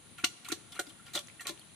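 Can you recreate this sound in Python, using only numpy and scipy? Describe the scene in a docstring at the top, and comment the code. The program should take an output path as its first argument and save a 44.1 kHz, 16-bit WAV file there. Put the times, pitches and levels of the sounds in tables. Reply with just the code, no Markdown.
"""Pig eating from a pot

A pig eats wet feed from a metal pot in a walled outdoor pen, about three chews a second.
Each chew is a soft squelch of mash, then a wet smack: films of slop crackle, air pockets pop,
and the hollow of the pot answers with a low thump. Later come a few slurps and drips.
Short wall echoes and a faint hiss lie behind."""
import sys
import numpy as np
from scipy import signal
from scipy.fft import rfft, irfft
from scipy.io import wavfile
from scipy.ndimage import uniform_filter1d

SR = 44100
rng = np.random.default_rng(int(sys.argv[2]) if len(sys.argv) > 2 else 0)


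def unload_audio(sound):
    """Save the sound as a 16-bit wav file, at the path given as the first command line argument."""
    columns = np.transpose(np.atleast_2d(sound))
    # keep every value between -1 and 1, then stretch to whole-number steps
    steps = np.round(np.clip(columns, -1, 1) * 32767)
    wavfile.write(sys.argv[1], SR, steps.astype(np.int16))


N = 77175
T = np.arange(N) / SR

# The tones at which the pot rings with the snout in it: f/Hz, width/Hz, level/dB
POT_TONES = [(726, 34, -3.5), (1038, 43, -7), (1139, 21, 2), (1386, 51, 3.5), (1853, 86, -1),
             (2103, 55, -1.5), (2360, 40, -1), (2787, 27, -5.5), (3264, 88, -4), (4038, 68, -3.5),
             (6005, 160, -8.5)]
# Tone colour of wet crackle: f/Hz, level/dB
CRACKLE_COLOUR = [(600, -45), (1100, -14.5), (1900, -10.5), (2900, -2), (4200, 4), (5100, -6), (6100, -0.5),
                  (7500, -10.5), (15000, -30.5)]
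# Tone colour of the fine, high fizz: f/Hz, level/dB
FIZZ_COLOUR = [(500, -44), (4500, -38), (6800, 2.5), (9300, 3.5), (10800, -4.5), (14000, -5), (15000, -35)]

MOUTH_WIDTH, FIZZ_WIDTH, POT_WIDTH = 0.64, 0.76, 0.25  # stereo width in radians; 0 is mono
RING_BUILD_S = 0.001493
POP_WOBBLE = 0.048  # wavering, as a fraction of the pitch


def amp(db):
    """Turns decibels into a gain."""
    return 10 ** (np.asarray(db) / 20)


def unit(x):
    """Scales a signal to an average (rms) level of 1."""
    return x / np.sqrt(np.mean(x ** 2) + 1e-20)


def read(points, hz):
    """Reads between the rows of a table, on a log-frequency axis."""
    f, value = np.transpose(points)
    return np.interp(np.log(hz + 1), np.log(f + 1), value)


def add(mix, start_s, sound):
    """Mixes a sound in at a given time."""
    part = mix[:, max(round(start_s * SR), 0):][:, :sound.shape[-1]]
    part += sound[..., :part.shape[1]]


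def bins(size=2048):
    """The frequencies at which a short filter is set."""
    return np.fft.rfftfreq(size, 1 / SR)


def make_filter(db):
    """A filter with the given tone colour that rings only after a click, never before."""
    log_gain = np.log(amp(np.maximum(np.r_[db, db[-2:0:-1]], -70)))
    response = np.fft.ifft(np.exp(np.conj(signal.hilbert(log_gain)))).real
    return response / np.linalg.norm(response)


def table_filter(points):
    """A filter with the tone colour of a table."""
    return make_filter(read(points, bins()))


def hump(hz, octaves):
    """A filter like a hollow that favours a broad band around one pitch."""
    return make_filter(-20 * np.log10(1 + (np.log2((bins() + 1) / hz) / octaves) ** 2))


def swell(rise, fall):
    """A smooth rise and a fading fall; gives the time before the peak and the loudness shape."""
    lead = 2.5 * rise
    t = np.arange(-lead, 6 * fall, 1 / SR)
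    return lead, np.where(t < 0, np.exp(-(t / rise) ** 2), np.exp(-abs(t) / fall))


def hollow_ring(tones, size=8192):
    """A hollow answers one click: its tones build up quickly, and the wider ones die sooner."""
    t = T[:size]
    ring = sum(amp(db) * width * np.exp(-np.pi * width * t) * np.cos(2 * np.pi * hz * t)
               for hz, width, db in tones)
    ring *= 1 - np.exp(-t / RING_BUILD_S)
    return ring / np.linalg.norm(ring)


def film_clicks(per_s, spread_db, size):
    """Wet films burst at random, each a click of uneven strength."""
    chance, strength, sign = rng.random((3, size))
    level_db = spread_db * np.minimum(-np.log(strength + 1e-9), 4)
    return (chance < per_s / SR) * np.sign(sign - .5) * amp(level_db)


def burst(shape, colour, width, size=16384):
    """A clump of film clicks follows a loudness shape, is filtered and spreads to both ears."""
    layers = []
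    for _ in range(2):
        clicks = film_clicks(per_s=5000, spread_db=4, size=size)[:len(shape)] * shape[:size]
        coloured = signal.fftconvolve(clicks, colour)
        layers.append(coloured * np.linalg.norm(shape) / (np.linalg.norm(coloured) + 1e-12))
    middle, side = layers
    return np.cos(width) * middle + np.sin(width) * np.array([side, -side])


def ringing_burst(shape, tones):
    """Clumps of clicks feed each tone of a hollow with its own share of the energy."""
    shares = np.array([amp(db) * np.sqrt(width) for hz, width, db in tones])
    shares /= np.linalg.norm(shares)
    return sum(share * burst(shape, hollow_ring([tone]), POT_WIDTH) for share, tone in zip(shares, tones))


def air_ring(hz, rise, fall, glide, wobble):
    """Trapped air rings with a wavering pitch; gives the time before the peak and the sound."""
    lead, shape = swell(rise, fall)
    drift = unit(uniform_filter1d(rng.standard_normal(N), size=int(SR / hz) + 30))[:len(shape)]
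    drift -= np.average(drift, weights=shape ** 2)
    pitch = hz * np.exp(glide * (T[:len(shape)] - lead) + wobble * drift)
    return lead, shape * np.sin(2 * np.pi * np.cumsum(pitch) / SR)


def hiss():
    """Outdoor rumble and faint hiss, slightly patchy."""
    # Tone colour of the background: f/Hz, level/dB
    colour = [(25, -20), (55, -18), (95, 7), (150, -2.5), (240, -2.5), (450, -12.5), (1000, -14),
              (2200, -14.5), (3900, -13.5), (5300, -23.5), (7200, -16), (8800, -20.5), (9800, -3),
              (10300, -15), (11000, -50), (14500, -25)]
    # How alike the two ears are: f/Hz, likeness (1 is the same)
    likeness = [(100, 1), (400, 0.61), (1500, 0.16), (4000, 0.053), (10000, 0.037)]
    hz = bins(size=1024)
    a, b, c, d, patches = rng.standard_normal((N // 256 + 5, len(hz), 5)).T
    patches = uniform_filter1d(patches, size=12, axis=0)  # smooth across pitch
    patch_db = unit(uniform_filter1d(patches, size=14, axis=1))  # and across time
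    same = np.clip(read(likeness, hz), -1, 1)[:, None]
    left = a + 1j * b
    right = same * left + np.sqrt(1 - same ** 2) * (c + 1j * d)
    spectrum = np.array([left, right]) * amp(read(colour, hz)[:, None] + patch_db)
    return amp(-55.5) * unit(signal.istft(spectrum, nperseg=1024, noverlap=768)[1][:, :N])


def chewing():
    """Quiet, steady chewing: sparse film clicks crackle and ring the pot."""
    clicks = film_clicks(per_s=220, spread_db=3.5, size=N)
    crackle = unit(signal.fftconvolve(clicks, table_filter(CRACKLE_COLOUR))[:N])
    pot = unit(signal.fftconvolve(clicks, hollow_ring(POT_TONES))[:N])
    return amp(-79) * crackle + amp(-72.5) * pot


def bubbles(shape, hz, count=64, size=600):
    """Tiny bubbles burst along a loudness shape; later ones sound lower as the gap widens."""
    per_s, sink_per_s, fade_cycles = 480, 5.55, 5
    spread_db, pan_db = 2.5, 5.5
    out = np.zeros((2, len(shape) + size))
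    peak_s = np.argmax(shape) / SR
    for k, (late, detune, strength, pan) in enumerate(rng.standard_normal((count, 4))):
        s = abs(k + late / 2) / per_s
        if s * SR < len(shape):
            cycles = T[:size] * hz * np.exp(0.171 * detune - sink_per_s * (s - peak_s))
            ring = np.sin(2 * np.pi * cycles) * np.exp(-cycles / fade_cycles) * (1 - np.exp(-cycles))
            ear_gains = amp(spread_db * strength + pan_db * pan * np.array([[1], [-1]]))
            add(out, s, shape[int(s * SR)] * ear_gains * ring)
    return out * np.linalg.norm(shape) * np.sqrt(2) / np.linalg.norm(out)


def squelches():
    """The snout stirs the mash: it bubbles, rings the pot, crackles softly and fizzes."""
    # Stirs of the snout: peak t/s, rise/s, fall/s, level/dB, centre f/Hz, pot ring/dB
    stirs = [(0.184, 0.005, 0.028, -50.5, 2640, -52.5), (.449, 0.0037, 0.024, -48, 2850, -55),
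             (.502, 0.0069, 0.027, -46.5, 2580, -67), (.7235, 0.0034, 0.0098, -47, 3730, -51.5),
             (.758, .014, 0.032, -53, 2950, -50.5), (.868, 0.0022, 0.011, -53, 4180, -57.5),
             (.896, 0.0035, 0.012, -52.5, 3830, -60), (1.067, .008, 0.044, -56.5, 3400, -55),
             (1.161, .012, .014, -36.5, 3754, -48), (1.453, 0.004, 0.016, -56, 2400, -46.5)]
    out = np.zeros((2, N))
    pot, fizz = hollow_ring(POT_TONES), table_filter(FIZZ_COLOUR)
    for s, rise, fall, db, hz, pot_db in stirs:
        lead, shape = swell(rise, fall)
        add(out, s - lead, amp(db) * bubbles(shape, hz))
        add(out, s - lead, amp(pot_db) * burst(shape, pot, POT_WIDTH))
        add(out, s - lead, amp(db - 5.5) * burst(shape, hump(hz, octaves=0.86), MOUTH_WIDTH))
        add(out, s - lead, amp(db - 6) * burst(shape, fizz, MOUTH_WIDTH))
    return out


def chirps():
    """Single bubbles open in the mash, most with a quick slide in pitch."""
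    # Opening bubbles: peak t/s, f/Hz, level/dB, glide/(log pitch per s)
    openings = [(.184, 1895, -50, -21), (.202, 2350, -49, 0), (.4505, 3450, -49, -10),
                (.455, 2310, -48.5, -23.5), (.461, 3120, -50, -30), (1.457, 2400, -42, 13.5),
                (1.596, 4270, -50, -1), (1.617, 3220, -50.5, -13)]
    out = np.zeros((2, N))
    for s, hz, db, glide in openings:
        lead, ring = air_ring(hz, rise=.003, fall=.003, glide=glide, wobble=POP_WOBBLE)
        add(out, s - lead, amp(db) * ring)
    return out


def pops():
    """Each air pocket sings briefly, sinking a little in pitch."""
    # Air pockets in the mouth and under the snout: peak t/s, f/Hz, level/dB, rise/s, fall/s
    pockets = [(.191, 1398, -46, 0.0046, 0.0079), (.243, 725, -41.5, 0.0027, 0.0066),
               (0.2417, 1392, -28.5, 0.0018, 0.0058), (0.2453, 2832, -17.5, .0018, 0.0016),
               (.247, 4043, -23.5, 0.0014, 0.0019), (.466, 1380, -45.5, .003, .005),
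               (0.4863, 1110, -39.5, 0.0017, 0.0026), (.505, 1414, -40, 0.0031, 0.0044),
               (.767, 1330, -41.5, 0.0019, 0.002), (0.779, 1398, -47, .003, 0.0022),
               (.7945, 570, -39, .003, 0.01), (.796, 747, -39.5, 0.0029, 0.012),
               (0.795, 1453, -27, 0.0034, 0.004), (1.001, 1374, -50.5, 0.0052, 0.0076),
               (1.158, 1377, -39.5, .008, 0.013), (1.1534, 3760, -27, 0.00092, 0.0024),
               (1.176, 3400, -24.5, 0.00097, 0.0016), (1.398, 2720, -44.5, 0.0017, 0.0029),
               (1.4, 1885, -41, 0.0045, 0.014), (1.474, 1099, -45, 0.016, 0.028)]
    out = np.zeros((2, N))
    for s, hz, db, rise, fall in pockets:
        lead, ring = air_ring(hz, rise, fall, glide=-1.516, wobble=POP_WOBBLE)
        add(out, s - lead, amp(db) * ring)
    return out


def thumps():
    """The closing jaw pushes air into the pot, where it bounces for a few cycles."""
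    # Pushes of air: peak t/s, f/Hz, level/dB, rise/s, fall/s
    pushes = [(0.242, 299.5, -30, 0.0035, 0.005), (0.502, 305, -42, 0.0039, 0.0061),
              (0.5253, 328.4, -29, 0.00452, 0.007), (0.7976, 355, -34.5, .004, 0.0085),
              (.878, 299, -49.5, 0.00811, 0.032), (1.499, 337.4, -38.5, 0.0045, 0.015)]
    out = np.zeros((2, N))
    for s, hz, db, rise, fall in pushes:
        lead, ring = air_ring(hz, rise, fall, glide=0, wobble=0.097)
        add(out, s - lead, amp(db) * ring)
    return out


def smacks():
    """Lips part: a dense crackle coloured by the mouth, with fizz on top, rings the pot."""
    # Lip smacks: peak t/s, rise/s, fall/s, pot ring/dB, crackle/dB, fizz/dB, mouth f/Hz
    lip_smacks = [(0.2469, .0042, 0.0039, -28.5, -22, -29.5, 2810),
                  (.488, 0.0021, 0.0044, -47, -43.5, -38, 3470),
                  (0.52, 0.0013, 0.0025, -35, -32.5, -35.5, 4300),
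                  (0.525, 0.0018, 0.0032, -37, -29, -35.5, 4100),
                  (0.7948, .0018, 0.0028, -34.5, -37.5, -35, 3270),
                  (0.7976, 0.0015, 0.0025, -35, -32, -30.5, 3480),
                  (1.138, 0.003, 0.021, -50.5, -43, -44, 3790),
                  (1.156, .007, 0.013, -41.5, -36.5, -40, 4070),
                  (1.177, 0.0018, 0.01, -42, -44.5, -61, 3220),
                  (1.193, 0.0033, 0.0016, -50, -38.5, -41, 4160),
                  (1.41, 0.0035, 0.012, -46, -50.5, -45.5, 4260),
                  (1.4705, 0.0012, 0.0013, -45, -29.5, -32.5, 3140),
                  (1.478, .006, 0.014, -44, -40.5, -41.5, 2340),
                  (1.494, 0.0034, 0.0077, -43, -36.5, -44.5, 3720)]
    boost_db, boost_octaves = 5.5, 0.12
    out = np.zeros((2, N))
    fizz = table_filter(FIZZ_COLOUR)
    for s, rise, fall, pot_db, crackle_db, fizz_db, mouth_hz in lip_smacks:
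        lead, shape = swell(rise, fall)
        mouth_db = boost_db / (1 + (np.log2((bins() + 1) / mouth_hz) / boost_octaves) ** 2)
        crackle = make_filter(read(CRACKLE_COLOUR, bins()) + mouth_db)
        add(out, s - lead, amp(crackle_db) * burst(shape, crackle, MOUTH_WIDTH))
        add(out, s - lead, amp(fizz_db) * burst(shape, fizz, FIZZ_WIDTH))
        pot_start = s - lead - rise / 2 - RING_BUILD_S  # early, as the ring needs time to build
        add(out, pot_start, amp(pot_db) * ringing_burst(shape, POT_TONES))
    return out


def slurps():
    """Slop sucked through the lips gurgles in the low, broad tones of the mouth."""
    # Sucks of slop: peak t/s, rise/s, fall/s, level/dB
    sucks = [(1.156, .009, 0.016, -39), (1.456, 0.00497, 0.026, -53), (1.493, 0.003925, 0.012, -46.5)]
    # Tones of the back of the mouth: f/Hz, width/Hz, level/dB
    mouth_tones = [(325, 106, -3.5), (590, 35, 3.5), (797, 106, -8)]
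    out = np.zeros((2, N))
    for s, rise, fall, db in sucks:
        lead, shape = swell(rise, fall)
        add(out, s - lead, amp(db) * ringing_burst(shape, mouth_tones))
    return out


def drips(fall_s=0.000887):
    """Slop drips, each drop a tiny wet tick."""
    # Drops: peak t/s, level/dB, centre f/Hz
    drops = [(1.2725, -44, 6600), (1.2846, -42, 2240), (1.2994, -43.5, 2030), (1.576, -47.5, 3200),
             (1.596, -45.5, 10100)]
    out = np.zeros((2, N))
    lead, shape = swell(fall_s / 2, fall_s)
    for s, db, hz in drops:
        add(out, s - lead, amp(db) * burst(shape, hump(hz, octaves=0.33), MOUTH_WIDTH))
    return out


def pen_echoes(sound, size=22050):
    """Sound scatters quickly off the pot rim and ground, then a short tail returns from the walls."""
    # Time the wall echo takes to fade by 60 dB: f/Hz, t/s
    fade_times = [(250, 0.02), (1200, 1.3), (3700, 1.1), (10000, 0.26)]
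    # Strength of the wall echo: f/Hz, level/dB
    wall_levels = [(250, -8.5), (1200, -20.5), (3700, -21.5), (8000, -12), (14000, -17)]
    near_delay_s, near_fade_s, wall_build_s = 0.002, 0.017, 0.009
    t = T[:size]
    near, far = rng.standard_normal((2, 2, size)) * (rng.random((2, 2, size)) < .1)  # sparse bounces
    near = near * np.exp(-t / near_fade_s) * (t > near_delay_s)
    near = signal.sosfilt(signal.butter(2, 1800, "high", fs=SR, output="sos"), near)
    near = amp(-7.5) * near / np.linalg.norm(near[0])
    hz, frame_s, spectrum = signal.stft(unit(far), SR, nperseg=256)
    fade_s = read(fade_times, hz)[:, None]
    spectrum *= amp(read(wall_levels, hz)[:, None] - 60 * frame_s / fade_s)
    spectrum *= np.sqrt(2 * np.log(1000) / (fade_s * SR))  # a longer fade adds no energy
    walls = signal.istft(spectrum, SR, nperseg=256)[1][:, :size] * np.minimum(t / wall_build_s, 1)
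    return signal.fftconvolve(sound, walls + near, axes=1)[:, :N]


def scene():
    """The feeding pig, its echoes and the background."""
    pig = smacks() + thumps() + pops() + chirps() + slurps() + squelches() + drips() + chewing()
    return pig + pen_echoes(pig) + hiss()


def record(dry):
    """The right microphone hears little bass; filters then cut deep rumble and the highest treble."""
    # How much louder the left side is than the right: f/Hz, level/dB
    balance = [(60, 14), (370, 13), (540, 1.5), (1400, 0), (2100, -4.5), (2800, 0.5), (4500, 0.5),
               (7000, -2), (9500, 2), (14000, 2.5)]
    low_cut_hz, high_cut_hz = 106, 14600
    ratio = amp(read(balance, bins(2 * N)))
    ear_gains = np.array([ratio, np.ones_like(ratio)]) * 2 / (1 + ratio)
    heard = irfft(rfft(dry, 2 * N) * ear_gains)[:, :N]
    heard = signal.sosfilt(signal.butter(2, low_cut_hz, "high", fs=SR, output="sos"), heard)
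    treble_cut = signal.firwin(255, high_cut_hz, window=("kaiser", 8), fs=SR)
    return signal.oaconvolve(heard, treble_cut[None], "same")


dry = scene()
out = record(dry)
unload_audio(out)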